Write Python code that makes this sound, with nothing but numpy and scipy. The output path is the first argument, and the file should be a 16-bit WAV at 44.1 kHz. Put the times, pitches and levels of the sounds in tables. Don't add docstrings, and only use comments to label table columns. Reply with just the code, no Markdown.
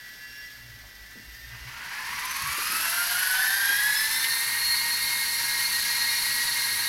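import sys
import numpy as np
from scipy import signal
from scipy.fft import rfft, irfft, next_fast_len
from scipy.io import wavfile
from scipy.ndimage import uniform_filter1d

SR = 44100
rng = np.random.default_rng(int(sys.argv[2]) if len(sys.argv) > 2 else 0)


def dump_mix(stems):
    frames = np.atleast_2d(stems).T
    limited = np.clip(frames, -1, 1)
    pcm = np.round(limited * 32767).astype(np.int16)
    wavfile.write(sys.argv[1], SR, pcm)


N = 303408
TIME = np.arange(N) / SR

# frequency in Hz, relative density in dB.
AIR_SPECTRUM = [(20, -0.5), (35, -1), (60, -3.5), (90, -6), (160, -3), (260, -5.5), (400, -8), (650, -7.5),
                (1000, -7.5), (3000, -28.5)]
# frequency in Hz, time to fall by 60 dB in s.
HALL_T60 = [(200, 0.32), (1500, 0.99), (4000, 0.4), (12000, 0.3)]
# time in s, fundamental in Hz, level in dB.
DRONE = [(.5, 56, -69), (.66, 59.4, -55.5), (.85, 50.8, -64.5), (1.1, 53.2, -58.5), (1.35, 55.4, -60),
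         (1.65, 61.3, -57), (1.9, 63.6, -67.5), (2.5, 67.3, -64), (2.8, 67.1, -72)]
# start in s, level in dB, pitch in Hz, decay time in s.
BUMPS = [(.835, -53, 890, 0.024), (1.155, -50, 246, 0.06), (2.092, -54, 135, 0.21),
         (2.419, -43.5, 104, 0.053), (2.58, -44, 406, 0.027), (2.694, -47.5, 310, 0.1),
         (3.698, -44.5, 400, 0.015), (4.242, -21.5, 2950, 0.0091)]

# time in s, upper motor in turns per s, lower motor in turns per s.
MICRO_SPEED = [(0, 390, 343), (.5, 395.8, 338.6), (.76, 390.2, 345.8), (1.02, 390.4, 348),
               (1.25, 394.5, 361), (1.55, 399, 366.3), (2.6, 393.5, 364)]
# time in s, gain in dB.
MICRO_LEVEL = [(0, 4), (.4, 3.5), (.65, -2.5), (1.15, -2), (1.4, 1.5), (1.7, -0.5), (2.3, 7.5), (4.0, -5.5),
               (6.88, 6)]
# multiple of the shaft speed, relative level in dB.
MICRO_UPPER_ORDERS = [(4, -12), (5, -3), (7, -11.5), (8, -16), (12, -12.5), (14, -14.5), (21, -21)]
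MICRO_LOWER_ORDERS = [(5, 1), (7, -13), (10, -12), (14, -14), (15, -25)]
# frequency in Hz, relative density in dB.
MICRO_HISS_SPECTRUM = [(700, -41), (1200, -7.5), (1600, 3.5), (2000, 5.5), (2500, -3.5), (3500, -1.5),
                       (4700, -0.5), (5800, -2.5), (7200, -10), (10000, -12), (12000, -5), (16000, -12)]
# time in s, pitch in Hz, level in dB.
SERVO_SQUEAL = [(.2, 5470, -70), (.3, 5500, -54), (.4, 5535, -51.5), (.5, 5550, -55.5), (.6, 5540, -72)]
# start in s, length in s, start pitch in Hz, end pitch in Hz, level in dB.
WHISTLES = [(0.074, 0.63, 11300, 12600, -61), (1.2, 0.4, 13000, 12600, -57)]

# time in s, first motor in turns per s, second motor in turns per s.
SPEED = [(1.5, 70, 84), (1.8, 90.4, 108), (2.12, 118.3, 140), (2.85, 168.5, 189), (3.32, 188.3, 214.5),
         (3.47, 194.3, 226.3), (3.75, 205, 240.5), (3.92, 214.3, 246), (4.3, 231, 264), (4.52, 234.6, 267),
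         (5.2, 234.5, 268.3), (5.8, 236.3, 265.3), (6.3, 237.7, 264.7), (6.88, 235.8, 264.8)]
# multiple of the shaft speed, level at full speed in dB, rise in dB per octave of speed.
FIRST_MESH = [(8, -34, -1), (16, -33, -1.5), (24, -43, 0)]
SECOND_MESH = [(8, -36.5, 4.2), (16, -34.5, 11)]
# multiple of the shaft speed, relative level in dB.
FIRST_SIDE = [(4, -5.5), (7, -8.5), (9, 1), (10, -3.5), (12, -4.5), (17, -6), (18, -3), (19, -6.5),
              (20, -16), (27, -12.5), (32, -12)]
SECOND_SIDE = [(9, -34), (15, -7), (17, -8), (40, -9.5)]
# centre in Hz, width in Hz, gain in dB.
GEARBOX = [(1100, 260, 4), (1380, 100, 1), (1650, 186, 5), (1830, 54, -1.5), (1990, 77, 2), (2290, 62, 3.5),
           (2580, 153, 4), (3570, 125, -3.5), (4354, 240, 3), (5290, 230, 8.5)]
# frequency in Hz, gain in dB.
FRAME = [(600, -10.5), (720, -3), (830, -7.5), (950, -8), (1250, -14.5), (1680, 0.5), (2300, -8),
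         (2900, -10.5), (3600, -11), (4300, 0.5), (5200, 5), (7500, -5.5), (11000, 1.5)]
# time in s, gain in dB.
WHINE_SWELL = [(2.9, -9), (3.55, 1), (3.9, 2), (4.15, -2), (5.2, 0), (5.88, -1), (6.07, 3.5), (6.3, -2),
               (6.88, 1)]
# multiple of half the shaft speed, relative level in dB.
HUM_ORDERS = [(1, -1), (2, -6.5), (3, -9.5), (4, -9.5), (5, -12.5)]
# time in s, level in dB.
HUM_LEVEL = [(3.5, -94), (4.5, -59.5), (5.7, -59), (6.88, -58)]
# time in s, tick strength as a ratio, ring strength as a ratio.
TICKING = [(2.1, 0.51, 0.25), (2.25, 1.7, 0.47), (2.5, 0.74, 0.45), (3.0, 0.48, 0.8), (3.75, 0.48, 0.97),
           (4.05, 0.075, 0.12), (6.88, 0.13, 0.11)]
# time in s, rattle level in dB.
JOLTS = [(1.5, -41.5), (1.675, -43), (1.89, -58)]
# time in s, gain in dB.
RASP_SWELL = [(3.9, -1.5), (4.55, -4), (5.9, 1), (6.88, -1.6)]
# frequency in Hz, relative density in dB.
RATTLE_SPECTRUM = [(450, -51), (720, -20.5), (930, 2.5), (1250, -2.5), (1650, 3.5), (2200, 2), (2700, -1.5),
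                   (3200, -4), (5000, -37)]
RASP_SPECTRUM = [(1800, -58), (2700, -3.5), (3400, -1.5), (4300, 6), (5000, 3), (6200, 0.5), (7300, -5.5),
                 (9000, -13), (12000, -20)]
SIZZLE_SPECTRUM = [(5000, -32.5), (8000, -5), (8900, -4), (9600, 1), (10600, 3), (11600, 1.5), (12800, -1),
                   (14200, -6), (16000, -15)]
RING_SPECTRUM = [(8500, -37), (10400, -10), (11300, 9), (11800, 2), (12400, -12), (14500, -30)]
# level above the knee in dB, knee in turns per s, slope below it in dB per octave,
# addition at full load in dB.
RATTLE_LAW = (-38, 151, 8, 3.5)
RASP_LAW = (-33.5, 171, 16.5, 1.3)
SIZZLE_LAW = (-32, 168.5, 28.5, 2.5)

STILL_AIR_DB = -60.5
WASH_DB, WASH_DB_PER_OCTAVE = -52.5, 5
MICRO_UPPER_WHINE_DB, MICRO_LOWER_WHINE_DB, MICRO_HISS_DB = -49, -53.5, -48.5
MICRO_HISS_FOLLOWS = 0.26
GEAR_RATIO = 7.42
FIRST_RUNOUT, SECOND_RUNOUT = 0.034, 0.018
MESH_FADE_DB, MESH_FADE_HZ = 0.8, 3.9
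MESH_CATCH_S, MESH_CATCH_RISE_S = 1.644, 0.47
RADIATION_HZ = 910
FIRST_TICK_S = 2.256
JOLT_DECAY_S, LOAD_SMOOTHING_S = 0.077, 1.6
CUTOFF_HZ = 15900


def from_db(db):
    return 10 ** (np.asarray(db) / 20)


def rms_one(x):
    return x / np.sqrt(np.mean(x ** 2) + 1e-20)


def in_time(rows):
    s, *columns = np.transpose(rows)
    return [np.interp(TIME, s, column) for column in columns]


def at_hz(rows, hz):
    table_hz, value = np.transpose(rows)
    return np.interp(np.log(hz + 1e-3), np.log(table_hz), value)


def started(rows):
    return np.clip((TIME - rows[0][0]) / 0.037, 0, 1)


def noise(spectrum):
    size = next_fast_len(N)
    gain = from_db(at_hz(spectrum, np.fft.rfftfreq(size, 1 / SR)))
    white = rng.standard_normal(N)
    return rms_one(irfft(rfft(white, size) * gain, size)[:N])


def drift(rate_hz):
    step = 40
    pole = np.exp(-2 * np.pi * rate_hz * step / SR)
    white = rng.standard_normal(N // step + 2002)
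    slow = signal.lfilter([1], [1, -2 * pole, pole * pole], white)[2000:]
    return np.interp(np.arange(N) / step, np.arange(len(slow)), rms_one(slow))


def shaft(speed, wander, judder):
    unsteady = speed * (1 + wander * drift(4.063) + judder * drift(44.5))
    return 2 * np.pi * np.cumsum(unsteady) / SR


def partials(angle, orders, flutter_db):
    out = 0
    for order, db in orders:
        strength = np.sqrt(2) * from_db(db + flutter_db * drift(8.5))
        out = out + strength * np.sin(order * angle + rng.uniform(0, 2 * np.pi))
    return out


def hall(x, wet_db):
    t = TIME[:2 * SR]
    edges, tail = np.geomspace(100, 16000, 8), 0
    for low, high in zip(edges, edges[1:]):
        band_filter = signal.butter(2, [low, high], "band", fs=SR, output="sos")
        band = signal.sosfilt(band_filter, rng.standard_normal(len(t)))
        tail = tail + band * from_db(-60 * t / at_hz(HALL_T60, np.sqrt(low * high)))
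    build_up = np.clip(t / 0.012, 0, 1)
    tail = tail * build_up * np.sqrt(np.log(1e6) / (at_hz(HALL_T60, 2000) * SR))
    wet = from_db(wet_db)
    return (x + wet * signal.fftconvolve(x, tail)[:N]) / np.sqrt(1 + wet ** 2)


def drone():
    hz, db = in_time(DRONE)
    angle = shaft(hz, wander=0.011, judder=0.032)
    return from_db(db) * partials(angle, [(1, 0.5), (2, -1.5)], flutter_db=6.5)


def bumps():
    out = 0
    for s, db, hz, decay_s in BUMPS:
        age = np.maximum(TIME - s, 0)
        band_filter = signal.butter(2, [hz * 0.6, hz * 1.32], "band", fs=SR, output="sos")
        thud = rms_one(signal.sosfilt(band_filter, rng.standard_normal(N)))
        out = out + from_db(db) * thud * (1 - np.exp(-age / 0.0009)) * np.exp(-age / decay_s)
    return out


def background():
    rumble = from_db(STILL_AIR_DB) * noise(AIR_SPECTRUM)
    hum_angle = shaft(257, wander=0.00587, judder=0.026)
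    hum = from_db(-72.5) * partials(hum_angle, [(1, 0)], flutter_db=2.5)
    return rumble + hum + drone() + bumps()


def whistles():
    out = 0
    for s, length, start_hz, end_hz, db in WHISTLES:
        part = np.clip((TIME - s) / length, 0, 1)
        angle = shaft(start_hz + (end_hz - start_hz) * part, wander=0.008, judder=0.012)
        out = out + from_db(db) * np.sin(np.pi * part) * np.sqrt(2) * np.sin(angle)
    return out


def servo_squeal():
    hz, db = in_time(SERVO_SQUEAL)
    return from_db(db) * np.sqrt(2) * np.sin(shaft(hz, wander=0.0019, judder=0.0023))


def micro_helicopter():
    level_db, = in_time(MICRO_LEVEL)
    upper_speed, lower_speed = in_time(MICRO_SPEED)
    motors = [(upper_speed, MICRO_UPPER_WHINE_DB, MICRO_UPPER_ORDERS),
              (lower_speed, MICRO_LOWER_WHINE_DB, MICRO_LOWER_ORDERS)]
    whine = 0
    for speed, motor_db, orders in motors:
        angle = shaft(speed, wander=0.00055, judder=0.0021)
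        whine = whine + from_db(motor_db + level_db) * partials(angle, orders, flutter_db=0)
    hiss_db = MICRO_HISS_DB + MICRO_HISS_FOLLOWS * level_db + 0.93 * drift(36)
    hiss = from_db(hiss_db) * noise(MICRO_HISS_SPECTRUM)
    return hall(whine + servo_squeal() + whistles(), wet_db=0) + hiss


def octaves_below(speed, top):
    return np.log2(np.maximum(top / speed, 1))


def load_of(speed):
    push = uniform_filter1d(np.gradient(speed), int(LOAD_SMOOTHING_S * SR))
    return push / push.max()


def noise_db(law, speed, load):
    top_db, knee, db_per_octave, load_db = law
    return top_db - db_per_octave * octaves_below(speed, knee) + load_db * load


def gear_noise(speed, load):
    rattle_db = noise_db(RATTLE_LAW, speed, load)
    rasp_db = noise_db(RASP_LAW, speed, load) + in_time(RASP_SWELL)[0]
    sizzle_db = noise_db(SIZZLE_LAW, speed, load)
    turns = np.cumsum(speed) / (GEAR_RATIO * SR)
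    turns = turns - np.interp(FIRST_TICK_S, TIME, turns)
    tick = np.exp(8 * (np.cos(2 * np.pi * turns) - 1)) * from_db(1.9 * drift(8))
    knock, ring = in_time(TICKING)

    jolts = 0
    for s, db in JOLTS:
        jolts = jolts + from_db(db) * (TIME > s) * np.exp(-np.abs(TIME - s) / JOLT_DECAY_S)
    engaged = np.clip((TIME - SPEED[0][0]) / 0.31, 0, 1)
    rattle_level = np.hypot(jolts, engaged * from_db(rattle_db)) * from_db(1.16 * drift(25))
    rattle = rattle_level * noise(RATTLE_SPECTRUM) * rms_one(1 + 0.24 * tick)

    rasp_level = from_db(rasp_db + 0.76 * drift(27))
    rasp = rasp_level * noise(RASP_SPECTRUM) * rms_one(1 + 0.23 * knock * tick)

    bright = (noise(SIZZLE_SPECTRUM) + ring * noise(RING_SPECTRUM)) / np.hypot(1, ring)
    sizzle = from_db(sizzle_db + 0.86 * drift(40)) * bright
    sizzle = sizzle * (1 + knock * tick) / (1 + 0.26 * knock)
    return started(SPEED) * (rattle + rasp + sizzle)


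def gearbox_db(hz):
    power = 0
    for centre, width, db in GEARBOX:
        power = power + from_db(db) ** 2 / (1 + (2 * (hz - centre) / width) ** 2)
    return 10 * np.log10(power / (1 + (RADIATION_HZ / hz) ** 10))


def mesh_tones(angle, speed, orders):
    swell_db, = in_time(WHINE_SWELL)
    slow = octaves_below(speed, speed.max())
    out = 0
    for order, db, db_per_octave in orders:
        gain_db = swell_db - db_per_octave * slow + gearbox_db(order * speed)
        gain_db = gain_db + MESH_FADE_DB * drift(MESH_FADE_HZ)
        out = out + from_db(gain_db) * partials(angle, [(order, db)], flutter_db=2.78)
    return out


def side_tones(angle, speed, orders, level_db):
    out = 0
    for order, db in orders:
        loose_angle = angle + 0.7 * (speed.max() / speed) * drift(40.5) / order
        strength = from_db(level_db + at_hz(FRAME, order * speed))
        strength = strength * (speed / speed.max()) ** 1.03
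        out = out + strength * partials(loose_angle, [(order, db)], flutter_db=3)
    return out


def geared_motor(speed, mesh_orders, side_orders, side_db, wander, judder, runout):
    angle = shaft(speed, wander=wander, judder=judder * (speed.max() / speed) ** 0.814)
    angle = angle + runout * np.sin(angle / GEAR_RATIO)
    tones = mesh_tones(angle, speed, mesh_orders) + side_tones(angle, speed, side_orders, side_db)
    throb = np.clip(0.39 * in_time(TICKING)[0], 0, 1)
    tones = tones * (1 + throb * np.cos(angle / GEAR_RATIO)) / np.sqrt(1 + throb ** 2 / 2)
    caught = np.clip((TIME - MESH_CATCH_S) / MESH_CATCH_RISE_S, 0, 1)
    bass_cut = signal.butter(5, 740, "high", fs=SR, output="sos")
    return signal.sosfilt(bass_cut, caught * tones)


def large_model():
    speed, second_speed = in_time(SPEED)
    load = load_of(speed)
    side_db = noise_db(RATTLE_LAW, speed, load) + 1.5
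    first = geared_motor(speed, FIRST_MESH, FIRST_SIDE, side_db,
                         wander=0.0018, judder=0.00551, runout=FIRST_RUNOUT)
    second = geared_motor(second_speed, SECOND_MESH, SECOND_SIDE, side_db,
                          wander=0.00101, judder=0.00392, runout=SECOND_RUNOUT)
    half_angle = shaft(speed / 2, wander=0.00086, judder=0.0032)
    hum = from_db(in_time(HUM_LEVEL)[0]) * partials(half_angle, HUM_ORDERS, flutter_db=1)
    wash_db = WASH_DB - WASH_DB_PER_OCTAVE * octaves_below(speed, speed.max())
    wash = started(SPEED) * from_db(wash_db) * noise(AIR_SPECTRUM)
    return hall(first + second, wet_db=-0.5) + gear_noise(speed, load) + hum + wash


def scene():
    return (background() + micro_helicopter() + large_model())[None]


def record(dry):
    low_pass = signal.ellip(12, 0.1, 80, CUTOFF_HZ, fs=SR, output="sos")
    return signal.sosfilt(low_pass, dry)


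dry = scene()
out = record(dry)
dump_mix(out)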